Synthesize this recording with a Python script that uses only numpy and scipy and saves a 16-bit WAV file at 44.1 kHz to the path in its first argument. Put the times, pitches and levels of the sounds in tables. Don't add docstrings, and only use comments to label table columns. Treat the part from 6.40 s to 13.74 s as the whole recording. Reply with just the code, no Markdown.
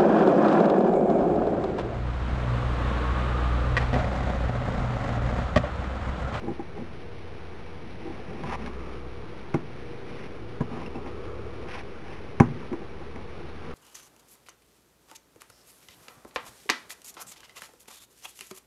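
import sys
import numpy as np
from scipy import signal
from scipy.fft import rfft, irfft
from scipy.io import wavfile
from scipy.ndimage import uniform_filter1d, map_coordinates

SR = 44100
rng = np.random.default_rng(int(sys.argv[2]) if len(sys.argv) > 2 else 0)


def bounce(signal):
    frames = np.transpose(np.atleast_2d(signal))
    limited = np.clip(frames, -1, 1)
    pcm = np.round(limited * 32767).astype(np.int16)
    wavfile.write(sys.argv[1], SR, pcm)


def invert_db(level):
    return 10 ** (np.asarray(level, dtype=float) / 20)


N = 323694
TIME = np.arange(N) / SR

# (time [s], peak level [dB], favoured table resonance [Hz], frame ring [dB], peg crack [dB])
KNOCKS = [(2.0355, -29.5, 143, -39.5, -36.5), (2.261, -52, 297.4, -66, -30.5), (2.272, -38, 410, -43, -35),
          (3.1415, -18.5, 151, -32.5, -34.5), (3.143, -15.5, 368, -38, -31), (3.154, -21.5, 275, -49, -43),
          (4.204, -19.5, 141, -55, -57), (4.206, -19, 216, -44, -37), (4.209, -24, 426, -37.5, -48),
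          (4.853, -26.5, 474, -55, -40), (6.0003, -5.5, 131, -19.5, -19), (6.002, -16, 132, -29, -56),
          (6.003, -8, 232, -43, -24), (6.004, -9.5, 384, -46, -72), (6.329, -21.5, 352, -42.5, -39),
          (6.759, -32.5, 271.7, -46, -36.5)]
# (time [s], peak level [dB], favoured table resonance [Hz], frame ring [dB])
BUMPS = [(0.036, -32, 340, -67), (.069, -28, 200, -51), (.08, -23, 326, -41), (0.193, -23, 313, -40.5),
         (.372, -39, 230, -44.5), (0.399, -37, 193, -52), (0.429, -33, 365, -67), (1.623, -36, 334, -62),
         (1.653, -30.5, 338, -54), (1.672, -28, 352, -58), (1.699, -29.5, 364, -51),
         (1.948, -41.5, 173, -51), (2.239, -30, 175, -54), (4.312, -29, 229, -54), (4.549, -32, 243, -46),
         (4.659, -32, 224.5, -47), (6.315, -21, 287, -52), (6.415, -36, 358, -53), (6.608, -38, 376, -52),
         (7.003, -36, 337, -57), (7.038, -39, 369, -56), (7.292, -31.5, 472, -63)]
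# (time [s], peak level [dB], ring [Hz], t60 [s])
TICKS = [
    (1.744, -46, 2100, .03),
    (4.4618, -31, 2720, .04),
    (4.5545, -39, 2650, .06),
    (4.9855, -48, 2430, .025),
    (6.495, -44, 2330, .025),
]
# (start [s], length [s], table rumble [dB], frame rasp [dB], yarn hiss [dB])
DRAGS = [(0.011, 0.11, -34, -50.5, -80), (0.341, 0.082, -35.5, -56, -62), (1.614, 0.2, -46, -52.5, -62),
         (1.86, 0.22, -39, -53, -59.5), (2.06, .04, -48, -41, -56), (2.095, .06, -45, -35.5, -47),
         (2.191, 0.088, -38.5, -46, -54.5), (2.3, 0.248, -47, -56, -59), (3.662, 0.2, -46, -51.5, -57.5),
         (4.311, .12, -38, -42, -58.5), (4.445, 0.036, -39, -52, -58), (4.545, 0.051, -38.5, -47, -68),
         (4.65, 0.044, -39, -45, -57), (5.2, 0.088, -45.5, -53.5, -63), (5.286, 0.063, -55, -51, -48.5),
         (5.331, 0.079, -54, -43, -49.5), (5.637, 0.16, -57, -52, -57), (6.194, 0.063, -42.5, -48.5, -60),
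         (7.222, 0.094, -45.5, -57, -58)]
# (frequency [Hz], level [dB], t60 [s])
TABLE_MODES = [(105, -8, .12), (128, -2, .05), (151, 0, .11), (185, -4, .05), (220, -3, .07), (243, 0, .12),
               (265, -3, .13), (312, -8, .08), (340, 0, .1), (365, -6, .07), (415, -2, .07), (470, -7, .08)]
# (frequency [Hz], level [dB], t60 [s])
FRAME_MODES = [(665, -5, .06), (797, 0, .07), (835, -3, .05), (937, -1, .035), (990, 0, .07),
               (1060, -4, .05), (1165, -4, .05)]
# (frequency [Hz], level [dB], t60 [s])
PEG_MODES = [(1390, -25, 0.037), (2600, -8, 0.022), (1666, -11, 0.058), (1870, -8, 0.014),
             (2143, -3, 0.026)]
# (start [s], length [s], firing rate at the start [Hz],
# level [dB], octave level [dB])
LORRY = [
    (.15, 0.49, 79.5, -49.5, -56),
    (.8, 0.99, 82.6, -48.5, -61),
    (2.05, 0.3, 61, -40.5, -67),
    (2.45, 0.28, 62.4, -43.5, -50),
    (3.25, .6, 65, -58, -51.5),
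    (4.4, 0.79, 70.4, -47, -65),
    (5.4, 0.55, 73, -51, -66),
    (6.5, 0.27, 73.1, -47.5, -61),
    (7, .4, 76.7, -47, -52),
]
# (start [s], length [s], firing rate at the start [Hz], level [dB], octave level [dB])
CAR = [
    (2.7, .15, 52, -61, -48),
    (3.4, 0.033, 53, -66, -47.5),
    (3.98, 0.17, 52.5, -66, -44.5),
    (4.72, 0.41, 49.5, -53, -46.5),
]
# (closest time [s], kerb distance over speed [s], low roar [dB], tyre band [dB])
TRAFFIC = [
    (2.4, 0.27, -46.5, -51.5),
    (4.1, 0.93, -46.5, -63.5),
    (4.9, 0.24, -42.5, -52.5),
    (6.3, 0.63, -47.5, -60),
    (7.4, 0.084, -53, -43.5),
]
# (frequency [Hz], level [dB])
AIR = [(20, -1), (40, -5), (62, 3.5), (125, 0), (200, 0), (280, -5.5), (370, -8.5), (480, -19.5),
       (560, -11), (800, -9), (1250, -13), (1600, -14), (2200, -13.5)]
# (frequency [Hz], level [dB])
MIC = [(1500, 0), (2400, -1), (3200, -4.5), (3900, -5)]

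KNOCK_RING, BUMP_RING = .75, .8
KNOCK_FOCUS, BUMP_FOCUS = 32, 45
KNOCK_SWELL_S, BUMP_SWELL_S = .0049, .0055
BUMP_FRAME_HZ, BUMP_FRAME_FOCUS = 815, 50
BUMP_CRACK_DB = -5
FRAME_RING = 1.5
RATTLE_DB, RATTLE_S = -2.5, .034
TAP_DB, TAP_S = 10.5, .00049
DRAG_RISE, DRAG_FALL = .6, .12
ROOM_T60_S, ROOM_DB = .5, -29
LORRY_CLIMB, CAR_CLIMB = .045, .3
ENGINE_RISE_S, ENGINE_FALL_S = .19, .27
AIR_DB, STREET_DB = -43.5, -48.5
WHINE_HZ, WHINE_DB = 2283, -63
CLOCK_HZ, EDGE_HZ = 8000, 3960
CLOCK_DB = -73
TOP_HZ = 11030
OFFSET = -.0133


def shape(points, hz):
    f, db = np.transpose(points)
    return invert_db(np.interp(np.log(np.maximum(hz, 1)), np.log(f), db))


def unit(x):
    return x / np.sqrt(np.mean(x ** 2))


def band(x, lo_hz, hi_hz, order=2):
    sos = signal.butter(order, [lo_hz, min(hi_hz, .45 * SR)], "bandpass", fs=SR, output="sos")
    return signal.sosfilt(sos, x)


def walk(rate):
    k = int(SR / rate)
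    steps = np.repeat(rng.standard_normal(N // k + 1), k)
    return 1.14 * uniform_filter1d(uniform_filter1d(steps, k), k)[:N]


def spell(start_s, length_s, rise_s, fall_s):
    up = (TIME - start_s) / rise_s + .5
    down = (start_s + length_s - TIME) / fall_s + 1
    return np.sin(np.pi / 2 * np.clip(np.minimum(up, down), 0, 1)) ** 2


def add(out, s, db, sound):
    i = int(s * SR)
    out[i:i + len(sound)] += (invert_db(db) * sound / np.abs(sound).max())[:len(out) - i]


def struck(modes, weight, contact_s):
    hz, db, t60 = np.transpose(modes)[:, :, None]
    t = TIME[:12000]
    decay = np.exp(-np.log(1000) * t / t60)
    ring = np.sum(invert_db(db) * weight[:, None] * decay * np.sin(2 * np.pi * hz * t), axis=0)
    push = np.sin(np.pi * np.arange(0, 1, 1 / (contact_s * SR))) + 1e-9
    return signal.fftconvolve(ring, push)[:len(t)]


def rubbed(modes, force):
    out = 0
    for hz, db, t60 in modes:
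        pole = np.exp(2j * np.pi * hz / SR - np.log(1000) / (t60 * SR))
        ring = signal.lfilter([1], [1, -2 * pole.real, abs(pole) ** 2], force)
        out = out + invert_db(db) * ring * pole.imag
    return unit(out)


def contact(out, s, db, focus_hz, frame_db, crack_db, free, focus, swell_s, rail):
    table_hz, frame_hz = np.transpose(TABLE_MODES)[0], np.transpose(FRAME_MODES)[0]
    t, burst_t = TIME[:12000], TIME[:5000]
    spread, noise = rng.standard_normal(24), rng.standard_normal(5000)
    held = np.array([1, 1, free])
    place_db = -focus * np.abs(np.log2(table_hz / focus_hz)) + spread[:12]
    rail_db = -rail * np.abs(np.log2(frame_hz / BUMP_FRAME_HZ)) + 1.5 * spread[12:19]
    soft = 1 - np.exp(-t / (.00025 * invert_db(frame_db - crack_db)))

    table = (np.exp(-t / swell_s) - 1) * struck(TABLE_MODES * held, invert_db(place_db), contact_s=.001)
    add(out, s + .001, db, table)
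    frame_modes = FRAME_MODES * held * [1, 1, FRAME_RING]
    frame = struck(frame_modes, invert_db(rail_db) * (-1) ** np.arange(7), contact_s=.0006)
    add(out, s, frame_db + 10, soft * frame)
    pegs = struck(PEG_MODES * held, invert_db(2 * spread[19:]) * (-1) ** np.arange(5), contact_s=.0002)
    add(out, s, crack_db + 1, pegs)
    rattle = noise * soft[:5000] * np.exp(-burst_t / RATTLE_S)
    add(out, s, frame_db + RATTLE_DB, band(rattle, 410, 1570))
    if not rail:
        tap = np.sin(np.pi * np.clip(t[:500] / TAP_S, 0, 1))
        add(out, s, frame_db + TAP_DB, band(tap, 690, 2800, order=1))
    crack = noise[::-1] * np.exp(-burst_t / .0031)
    add(out, s, crack_db + 8, band(crack, 470, 6300, order=1))


def knocks():
    out = np.zeros(N)
    for knock in KNOCKS:
        contact(out, *knock, KNOCK_RING, KNOCK_FOCUS, KNOCK_SWELL_S, rail=0)
    for bump in BUMPS:
        crack_db = bump[-1] + BUMP_CRACK_DB
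        contact(out, *bump, crack_db, BUMP_RING, BUMP_FOCUS, BUMP_SWELL_S, rail=BUMP_FRAME_FOCUS)
    return out


def ticks():
    out = np.zeros(N)
    for s, db, hz, t60 in TICKS:
        add(out, s, db, struck([(hz, 0, t60)], np.ones(1), contact_s=.0001))
    return out


def drags():
    levels = 0
    for s, length, *db in DRAGS:
        stroke = spell(s, length, DRAG_RISE * length, DRAG_FALL * length)
        levels = levels + invert_db(db)[:, None] * stroke
    rumble, rasp, hiss = levels
    noise = rng.standard_normal((3, N))
    slips = (rng.random((2, N)) < 2500 / SR) * invert_db(1.5 * rng.exponential(size=(2, N)))
    catch = invert_db(1.8 * walk(60))
    table = rubbed(TABLE_MODES[3:], noise[0])
    frame = rubbed(FRAME_MODES[1:] + PEG_MODES[:1], noise[1] * catch * (.41 + slips[0]))
    grain = noise[2] * invert_db(2 * walk(90)) * (1 + slips[1])
    fibre = unit(band(grain, 1700, 5000, order=1) + .7 * band(grain, 1550, 3050))
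    return rumble * table + rasp * frame + invert_db(10) * hiss * fibre


def room(x):
    t = TIME[:20000]
    scatter = band(rng.standard_normal(len(t)), 51, 210, order=1)
    tail = scatter * np.exp(-np.log(1000) * t / ROOM_T60_S) * np.clip(t / .0065, 0, 1)
    return signal.fftconvolve(x, tail / np.sqrt(np.sum(tail ** 2)))[:N]


def engine(pulls, climb):
    s, length, hz = np.transpose(pulls)[:3]
    turns = np.sort(np.r_[s, s + length])
    rate = np.interp(TIME, turns, np.c_[hz, hz * (1 + climb * length)].ravel())
    levels = 0
    for start_s, length_s, _, *db in pulls:
        levels = levels + invert_db(db)[:, None] * spell(start_s, length_s, ENGINE_RISE_S, ENGINE_FALL_S)
    first, second = levels
    phase = 2 * np.pi * np.cumsum(rate * (1 + .0131 * walk(8))) / SR
    return np.sqrt(2) * (first * np.sin(phase) + second * np.sin(2 * phase + 1))


def traffic():
    roar_power, tyres = invert_db(2 * STREET_DB), 0
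    for s, pace_s, roar_db, tyre_db in TRAFFIC:
        near = 1 / (1 + ((TIME - s) / pace_s) ** 2)
        roar_power = roar_power + invert_db(2 * roar_db) * near
        tyres = tyres + invert_db(tyre_db) * near
    noise = rng.standard_normal((2, N))
    low = unit(band(noise[0], 318, 487) + 1.46 * band(noise[0], 469, 479.8))
    return np.sqrt(roar_power) * low + tyres * unit(band(noise[1], 1063, 1363))


def fan_whine():
    tone = np.sin(2 * np.pi * WHINE_HZ * TIME + .42 * walk(6.7))
    return invert_db(WHINE_DB + walk(2.64)) * np.sqrt(2) * tone


def room_air():
    hz = np.arange(N // 2 + 1) * SR / N
    spectrum = rfft(rng.standard_normal(N)) * shape(AIR, hz)
    swell, air = walk(.11), 0
    treble_stir = walk(35)
    for centre in np.arange(4, 13, .5):
        share = np.clip(1 - 2 * np.abs(np.log2(np.maximum(hz, 1)) - centre), 0, 1)
        flicker_db = .4 * swell + .7 * walk(6) + .5 * np.clip(centre - 10, 0, 2) * treble_stir
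        air = air + invert_db(flicker_db) * irfft(spectrum * share, N)
    return invert_db(AIR_DB) * air / np.std(band(air, 29, 2600, order=1))


def scene():
    near = band(knocks() + ticks() + drags(), 75, 16000)
    engines = engine(LORRY, LORRY_CLIMB) + engine(CAR, CAR_CLIMB)
    mix = near + invert_db(ROOM_DB) * room(near) + engines + traffic() + fan_whine() + room_air()
    return mix[None]


def low_pass(x):
    return signal.sosfilt(signal.butter(12, 12180, fs=SR, output="sos"), x)


def record(dry):
    cepstrum = irfft(np.log(shape(MIC, np.arange(1025) * SR / 2048)))
    cepstrum[1:1024] *= 2
    response = irfft(np.exp(rfft(cepstrum[:1024], 2048)))[:1024]
    coloured = signal.fftconvolve(dry[0], response)[:N]
    guard = signal.ellip(10, .3, 60, EDGE_HZ, fs=SR, output="sos")
    heard = signal.sosfilt(guard, coloured)

    clock = np.arange(N * CLOCK_HZ // SR + 2)
    sampled = map_coordinates(heard, [clock * SR / CLOCK_HZ], mode="nearest")
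    sampled = sampled + invert_db(CLOCK_DB) * (-1.) ** clock
    joined = np.zeros(N)
    joined[::2] = 2 * np.interp(TIME[::2] * CLOCK_HZ, clock, np.clip(sampled, -1, 1))
    smoother = signal.firwin(65, TOP_HZ, window=("kaiser", 7.), fs=SR)
    finished = signal.fftconvolve(joined, smoother, mode="same") + OFFSET
    return low_pass(finished[None])


dry = scene()
out = record(dry)
bounce(out)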